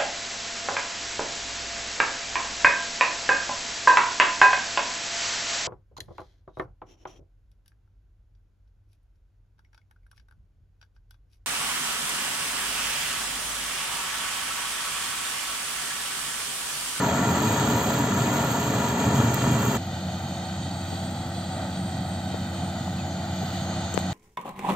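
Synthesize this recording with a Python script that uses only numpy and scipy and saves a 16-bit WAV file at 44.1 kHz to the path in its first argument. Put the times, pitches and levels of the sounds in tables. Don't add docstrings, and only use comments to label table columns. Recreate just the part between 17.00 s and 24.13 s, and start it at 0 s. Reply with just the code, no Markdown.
import sys
import numpy as np
from scipy import signal
from scipy.fft import rfft, irfft
from scipy.io import wavfile
from scipy.ndimage import map_coordinates

SR = 44100
rng = np.random.default_rng(int(sys.argv[2]) if len(sys.argv) > 2 else 0)


def materialize(psi):
    bounded = np.clip(np.atleast_2d(psi).T, -1, 1)
    quanta = np.round(bounded * 32767).astype(np.int16)
    wavfile.write(sys.argv[1], SR, quanta)


N = 314433
T = np.arange(N) / SR
FREQ = np.maximum(np.fft.rfftfreq(N, 1 / SR), 1)
BEHIND_S = 2.773

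# freq_hz, gain_db
NEAR_EXHAUST_EQ = [(20, -44), (48, -51), (62, -23.5), (80, -4.5), (100, -5), (123, 2), (160, -2.5),
                   (225, -1), (300, -4.5), (360, -16.5), (600, -88)]
FAR_EXHAUST_EQ = [(20, -38), (45, -23), (65, -12.5), (85, -5.5), (120, 5), (160, 4), (188, 6), (210, 1.5),
                  (265, 0), (295, -6.5), (370, -14), (600, -80)]
# freq_hz, gain_db
NEAR_RATTLE_EQ = [(230, -25), (370, -2), (500, -6.5), (700, 0.5), (900, -1.5), (1080, -8.5), (1380, -1.5),
                  (1600, -5.5), (1900, -11.5), (2200, -12), (3200, -105)]
FAR_RATTLE_EQ = [(230, -24.5), (380, -9), (520, -8.5), (660, 0.5), (760, 0.5), (870, -2.5), (960, -11.5),
                 (1100, -14.5), (1450, -10), (1700, -16.5), (2000, -17.5), (2300, -23.5), (3200, -80)]
# freq_hz, gain_db
NEAR_STRAW_EQ = [(1500, -30), (2250, 2.5), (3200, 0.5), (4700, -0.5), (4870, -8), (5950, -6), (6250, 3),
                 (7620, 6), (7780, -2), (8480, -3), (8750, -42), (10000, -90)]
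FAR_STRAW_EQ = [(1500, -40), (2250, -9), (2750, -0.5), (3200, 0), (4650, 2), (4800, -8.5), (6050, -10),
                (6180, -6.5), (7700, -1.5), (8400, -8.5), (8800, -37), (10000, -66)]
# freq_hz, gain_db
NEAR_SIZZLE_EQ = [(11350, -64), (11650, -7), (12700, -10), (13500, 2.5), (14020, -0.5), (14150, 8),
                  (14300, -1), (14750, -2), (14890, 1), (15100, -8), (15800, -14)]
FAR_SIZZLE_EQ = [(11350, -55), (11650, -3), (12700, -4), (13400, 2), (14300, -6), (15800, -9.5)]
# freq_hz, gain_db
BOOM_EQ = [(60, -34), (95, -9), (116, -1.5), (132, -3), (160, -9.5), (200, -9.5), (228, -0.5), (262, -19),
           (305, -11.5), (345, -37), (600, -87)]
# center_hz, width_hz, lift_db
NEAR_RESONANCES = [(358, 23, -6.5), (412, 81, 8), (552, 77, 5), (596, 22, -4), (675, 88, 1.5),
                   (780, 20, -11), (954, 64, 8), (1133, 36, 6.5), (1395, 62, 2), (1533, 110, -6),
                   (1798, 64, 5), (1954, 45, 7), (2096, 83, -7), (2465, 130, 3.5), (2530, 64, -5.5),
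                   (2730, 80, 4.5), (3230, 270, 5.5), (6780, 340, 1.5)]
FAR_RESONANCES = [(391, 55, -5), (601, 12, -5), (1270, 130, 3.5), (1536, 45, 6), (1932, 180, 6.5),
                  (2360, 160, 6), (2710, 140, -3.5), (3144, 66, 4.5), (3730, 200, 2.5), (4490, 81, 4),
                  (6120, 110, 5), (7850, 200, -11), (8700, 710, 7.5)]
# freq_hz, share_db
NEAR_DIFFUSION = [(100, -29), (220, -20), (450, -14), (900, -8), (2000, -4), (4500, -3.5), (8000, -2)]
FAR_DIFFUSION = [(100, -29), (280, -17), (420, -5), (700, -16), (1080, -5), (1300, -10), (1800, -3),
                 (3500, -5.5), (8000, -2.5)]
# freq_hz, left_minus_right_db
NEAR_PAN = [(300, -.3), (420, 1.7), (720, 0), (920, 4), (1150, -2.5), (1310, 5), (1500, .5), (1780, 8),
            (1950, -2), (2100, 2.5), (2400, 2), (2900, -3), (4200, -6), (5100, 0), (7500, -4), (8400, -9)]
FAR_PAN = [(340, -.5), (480, 2.3), (900, -1), (1180, 4), (1550, -4.5), (1800, 7.5), (2050, 0), (2450, 2),
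           (3000, -2.5), (3600, -3.5), (5000, 0), (6000, 1.5), (8000, .5)]
# freq_hz, left_lead_rad
NEAR_PHASE = [(750, 0), (1450, -.3), (1580, -2.4), (1720, -.1), (1870, -1.5), (2000, -.4), (2120, 2.2),
              (2400, -.2), (2600, -2.2), (2800, -1.5), (3400, -1.5), (3620, -2.4), (3850, 0), (4700, 0),
              (6100, -1.6), (6500, -.5), (8000, -2.2)]
FAR_PHASE = [(300, 0), (430, .4), (650, .1), (1000, .9), (1200, .2), (1450, .4), (1750, 2.7), (1880, 0),
             (2080, .5), (2250, 2.9), (2500, .3), (2760, 2.9), (3100, 0), (4000, 1), (5000, .8), (8000, 2)]
# middle_s, length_s, boom_gain, rattle_lift_db
LOAD_SURGES = [(.38, .16, 0.47, 1.5), (.51, .14, 1, -0.5), (.73, 0.22, 0.1, 0), (1.42, 0.085, 0.44, 0.5),
               (2.18, 0.44, 0.87, 1.9), (2.56, 0.51, 0.86, 1.3)]
# middle_s, length_s, straw_lift_db, sizzle_lift_db
HISS_LIFTS = [(.52, 0.61, 2, 2.5), (.83, 0.45, 1.1, 5.5), (1.45, 0.88, 0.6, 3.5), (2.66, 0.39, 0.1, 5),
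              (3.27, 0.45, 0.5, 4), (4.0, 0.48, 1, 2), (6.5, 0.42, 1, 5), (6.9, 1.6, 3.5, -1),
              (6.96, .2, 0, 6)]
# middle_s, length_s, lift_db
WIND_GUSTS = [(1.15, .7, 14), (2.4, 1.3, 21)]
# start_s, left_db, right_db
CASE_SCRATCHES = [(2.3437, -32, -11.5), (2.653, -46, -21), (4.111, -30, -43), (6.428, -40, -38),
                  (6.9416, -21, -45), (6.9479, -25, -48), (6.9894, -26, -37), (6.9965, -32, -45)]
# freq_hz, gain_db
LEFT_PORT_EQ = [(1500, -18), (3700, 0), (5200, -15), (7400, 6), (8400, 0), (9400, -34), (13000, -19),
                (15700, -26)]
RIGHT_PORT_EQ = [(3000, -25), (6000, -15), (7600, -6), (8500, -6), (9500, -36), (11200, -36), (12000, -11),
                 (13900, 6), (15700, -10.5)]
# firing_multiple, start_db, waver_db, rise_db_per_s
DRONE_PARTIALS = [(1, -35, 1.5, 0.42), (2, -36.5, 2, 0.8)]
# pitch_hz, relative_db, waver_db, speed_jitter_ratio
SHAFT_HUMS = [(81.2, -42.5, 2, 0.0038), (277.3, -50.5, 3, 0.0018), (335.6, -44, 1.5, 0.00402),
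              (482, -60, -1, .003), (566, -52, 3.5, 0.00297), (634.5, -50.5, -1, 0.0035),
              (674, -49, 1.5, 0.00274), (743.4, -45.5, 4.5, 0.00406), (779, -50, 0, 0.00391)]
# middle_s, length_s, lift_db
CLEAR_SPELLS = [(3.25, 0.96, 1), (4.61, 0.19, 2.5), (6.8, 2.1, 1)]
# start_s, end_s, pitch_hz, width_hz, level_db
INSECT_CALLS = [(2.3, 4.3, 6580, 160, -54.5), (3.3, 5.4, 7630, 180, -58), (3, 6.1, 8240, 260, -54),
                (5.4, 6.4, 6900, 350, -53), (6.24, 7.5, 6560, 400, -48.5)]
# start_s, peak_db, ring_hz, rise_ms, left_minus_right_db
CASE_TAPS = [(3.928, -21, 298, 1.3, 21), (5.3438, -14, 480, 0.68, 24), (5.878, -23, 774, 1.5, 4),
             (6.431, -21, 420, .8, 12), (6.944, -16.5, 418.3, 0.85, 19)]
# middle_s, start_hz, end_hz, length_s, level_db
BIRD_CHIRPS = [(5.999, 2610, 2470, 0.048, -44.5), (6.113, 6200, 6240, 0.047, -49)]


def amp(db):
    return np.exp(np.asarray(db) * (np.log(10) / 20))


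def unit(x):
    return x / np.std(np.atleast_2d(x).mean(axis=0))


def over_freq(points):
    hz, values = np.transpose(points)
    return np.interp(np.log(FREQ), np.log(hz), values)


def walk(rate_hz):
    knots = rng.standard_normal(1024)
    place = np.linspace(0, rate_hz * N / SR, 4096)
    coarse = map_coordinates(knots, [place], order=3, mode="wrap")
    return np.interp(T, np.linspace(0, T[-1], len(coarse)), coarse)


def turns_of(hz):
    return np.cumsum(hz) / SR


def swells(table):
    return sum(np.outer(lifts, np.cos(np.pi * np.clip((T - middle_s) / length_s, -.5, .5)) ** 2)
               for middle_s, length_s, *lifts in table)


def tone(turns, db, waver_db):
    gust = walk(11)
    return np.sin(2 * np.pi * (turns + rng.random())) * amp(db + waver_db * np.minimum(gust, np.tanh(gust)))


def patter(hits_per_s, spread_db, share):
    hits = (rng.random(N) < hits_per_s / SR) * rng.choice([-1, 1], N)
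    sizes = amp(spread_db * np.minimum(rng.exponential(size=N), 4))
    return np.sqrt(share) * unit(hits * sizes) + np.sqrt(1 - share) * rng.standard_normal(N)


def viewpoint(resonances, diffusion, pan, phase):
    panels_db = sum(db / (1 + (2 * (FREQ - hz) / width) ** 2) for hz, width, db in resonances)
    return panels_db, over_freq(diffusion), over_freq(pan), over_freq(phase)


def radiate(drive, eq, view):
    panels_db, scatter_db, pan_db, lead_rad = view
    scatter = np.minimum(amp(scatter_db), 1)
    sides = np.array([[1], [-1]]) / 2
    direct = rfft(drive) * np.exp(1j * sides * lead_rad)
    both = np.sqrt(1 - scatter ** 2) * direct + scatter * rfft(rng.standard_normal((2, N)))
    return unit(irfft(both * amp(over_freq(eq) + panels_db + sides * pan_db), N))


def exhaust(firing, eq, view, rough_db, gas):
    puffs = np.diff(firing.astype(int), prepend=0) * rng.uniform(-1, 1, N)
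    flow = unit(puffs) + gas * rng.standard_normal(N)
    return radiate(flow * amp(rough_db * walk(11)), eq, view)


def thresher_rattle(impacts, firing, eq, view, pulse):
    return radiate(impacts, eq, view) * (1 + pulse * np.cos(2 * np.pi * firing))


def panel_wobble(stereo, lag_ms):
    place = np.arange(N) - SR * lag_ms / 1000 * walk(7)
    return np.array([map_coordinates(ear, [place], order=3, mode="mirror") for ear in stereo])


def gear_whine(db, pitch_hz=955):
    return tone(turns_of(pitch_hz * (1 + .01725 * walk(30))), db, waver_db=3)


def straw_hiss(eq, view, spread_db, lag_ms, drift, echo):
    stalks = patter(3000, spread_db, share=.31)
    lag = SR * lag_ms / 1000 * (1 + drift * walk(.7))
    bounce = map_coordinates(stalks, [np.arange(N) - lag], order=1, mode="wrap")
    return radiate(stalks + echo * bounce, eq, view)


def sizzle(eq, db, flicker_db, pan_db, crackle):
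    grit = [patter(1100, spread_db=3, share=crackle) for _ in range(2)]
    fizz = irfft(rfft(grit) * amp(over_freq(eq)), N)
    pan = amp(np.array([[pan_db], [-pan_db]]) / 2)
    return unit(fizz * pan) * amp(db + flicker_db * walk(170))


def pipe_boom(firing, view, pitch_hz=123):
    body = exhaust(firing, BOOM_EQ, view, rough_db=.5, gas=.78) * amp(-24)
    return body + tone(turns_of(pitch_hz * (1 + .071 * walk(24.02))), db=-21, waver_db=3)


def wind():
    buffet = signal.sosfilt(signal.butter(3, 55, fs=SR, output="sos"), rng.standard_normal(N))
    return unit(buffet) * amp(-71 + swells(WIND_GUSTS)[0])


def side_on(firing_hz=88):
    surge, rattle_lift_db = swells(LOAD_SURGES)
    straw_lift_db, sizzle_lift_db = swells(HISS_LIFTS)
    view = viewpoint(NEAR_RESONANCES, NEAR_DIFFUSION, NEAR_PAN, NEAR_PHASE)
    firing = turns_of(firing_hz * (1 + .03 * walk(5)))
    rumble = exhaust(firing, NEAR_EXHAUST_EQ, view, rough_db=-1.5, gas=1.32) * amp(-25.5)
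    boom = pipe_boom(firing, view) * surge
    thresher_db = -26.5 - 1.21 * T + rattle_lift_db
    impacts = patter(650, spread_db=2.5, share=.48)
    rattle = thresher_rattle(impacts, firing, NEAR_RATTLE_EQ, view, pulse=.056)
    rattle = panel_wobble(rattle * amp(thresher_db + .38 * walk(14.5)), lag_ms=.5)
    gear = gear_whine(thresher_db - 12)
    hiss_db = .48 * walk(21.67) - .32 * T
    straw = straw_hiss(NEAR_STRAW_EQ, view, spread_db=6.5, lag_ms=2.4, drift=.034, echo=.54)
    straw = panel_wobble(straw * amp(-36 + straw_lift_db + hiss_db), lag_ms=.3)
    top = sizzle(NEAR_SIZZLE_EQ, -48.5 + sizzle_lift_db + hiss_db, flicker_db=2.2, pan_db=-14, crackle=.45)
    return rumble + boom + rattle + gear + straw + top + wind()


def scratches(decay_ms=1.2):
    ears = []
    for side, port_eq in enumerate((LEFT_PORT_EQ, RIGHT_PORT_EQ)):
        touch = sum(amp(levels_db[side]) * (T >= start_s) * np.exp(-1000 * abs(T - start_s) / decay_ms)
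                    for start_s, *levels_db in CASE_SCRATCHES)
        ring = amp(over_freq(port_eq))
        ring /= np.sqrt(np.mean(ring ** 2))
        ears.append(irfft(rfft(touch * rng.standard_normal(N)) * ring, N))
    return np.array(ears)


def exhaust_drone(firing, elapsed_s):
    return sum(tone(multiple * firing, db + rise * elapsed_s, waver_db)
               for multiple, db, waver_db, rise in DRONE_PARTIALS)


def shaft_hums(lift_db):
    return sum(tone(turns_of(hz * (1 + jitter * walk(9))), db + lift_db, waver_db)
               for hz, db, waver_db, jitter in SHAFT_HUMS)


def insects():
    out = 0
    for start_s, end_s, hz, width_hz, db in INSECT_CALLS:
        band = 1 / (1 + (2 * (FREQ - hz) / width_hz) ** 4)
        shrill = irfft(rfft(rng.standard_normal((2, N))) * band, N)
        along = np.clip((T - start_s) / (end_s - start_s), 0, 1)
        out += shrill / shrill.std() * np.sqrt(np.sin(np.pi * along)) * amp(db + 2.3 * walk(13))
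    return out


def from_behind(firing_hz=92.36):
    elapsed_s = np.maximum(T - BEHIND_S, 0)
    straw_lift_db, sizzle_lift_db = swells(HISS_LIFTS)
    clear_db, = swells(CLEAR_SPELLS)
    view = viewpoint(FAR_RESONANCES, FAR_DIFFUSION, FAR_PAN, FAR_PHASE)
    firing = turns_of(firing_hz * (1 + .004 * walk(12)))
    drone = exhaust_drone(firing, elapsed_s)
    hums = shaft_hums(clear_db)
    rumble = exhaust(firing, FAR_EXHAUST_EQ, view, rough_db=.8, gas=.92) * amp(-34)
    impacts = patter(900, spread_db=2, share=.22)
    rattle = thresher_rattle(impacts, firing, FAR_RATTLE_EQ, view, pulse=.06)
    rattle *= amp(-38.5 + clear_db + .5 * walk(11))
    straw = straw_hiss(FAR_STRAW_EQ, view, spread_db=2.5, lag_ms=1.543, drift=.069, echo=.35)
    straw *= amp(-43.5 - .6 * elapsed_s + straw_lift_db + .7 * walk(16))
    machine = (hums + rumble + rattle + straw) * amp(-1.5 + .5 * elapsed_s)
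    top_db = -63.5 + sizzle_lift_db + 1.1 * walk(5.4)
    top = sizzle(FAR_SIZZLE_EQ, top_db, flicker_db=1.5, pan_db=-9, crackle=.15)
    return drone + machine + top + insects()


def taps():
    out = 0
    for start_s, db, hz, rise_ms, pan_db in CASE_TAPS:
        age = T[(T >= start_s) & (T < start_s + .03)] - start_s
        swell = 1000 * age / rise_ms
        ring = amp(db) * np.sin(2 * np.pi * hz * age) * swell * np.exp(1 - swell)
        pan = amp(np.minimum([[pan_db], [-pan_db]], 0))
        out += pan * np.pad(ring, (int(start_s * SR), N))[:N]
    return out


def birds():
    out, blur_hz = 0, 35 * walk(250)
    for middle_s, start_hz, end_hz, length_s, db in BIRD_CHIRPS:
        along = np.clip((T - middle_s) / length_s + .5, 0, 1)
        pitch_hz = start_hz + (end_hz - start_hz) * along + blur_hz
        out += amp(db) * np.sin(np.pi * along) * np.sin(2 * np.pi * turns_of(pitch_hz))
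    return out


def knock(start_s=6.9765, peak_db=-4.2, ring_hz=440, decay_ms=.88):
    age = np.clip(T - start_s, 0, .05)
    swing = (T >= start_s) * np.cos(2 * np.pi * ring_hz * age + .9) * np.exp(-1000 * age / decay_ms)
    swing = signal.sosfilt(signal.butter(2, [70, 5400], "band", fs=SR, output="sos"), swing)
    return np.array([[1], [0]]) * amp(peak_db) * swing / np.abs(swing).max()


def scene():
    behind = np.clip((T - BEHIND_S) / .002, 0, 1)
    harvester = (1 - behind) * side_on() + behind * from_behind()
    return harvester + birds() + taps() + scratches() + knock()


def record(dry):
    return signal.sosfilt(signal.ellip(10, .1, 80, 15700, fs=SR, output="sos"), dry)


dry = scene()
out = record(dry)
materialize(out)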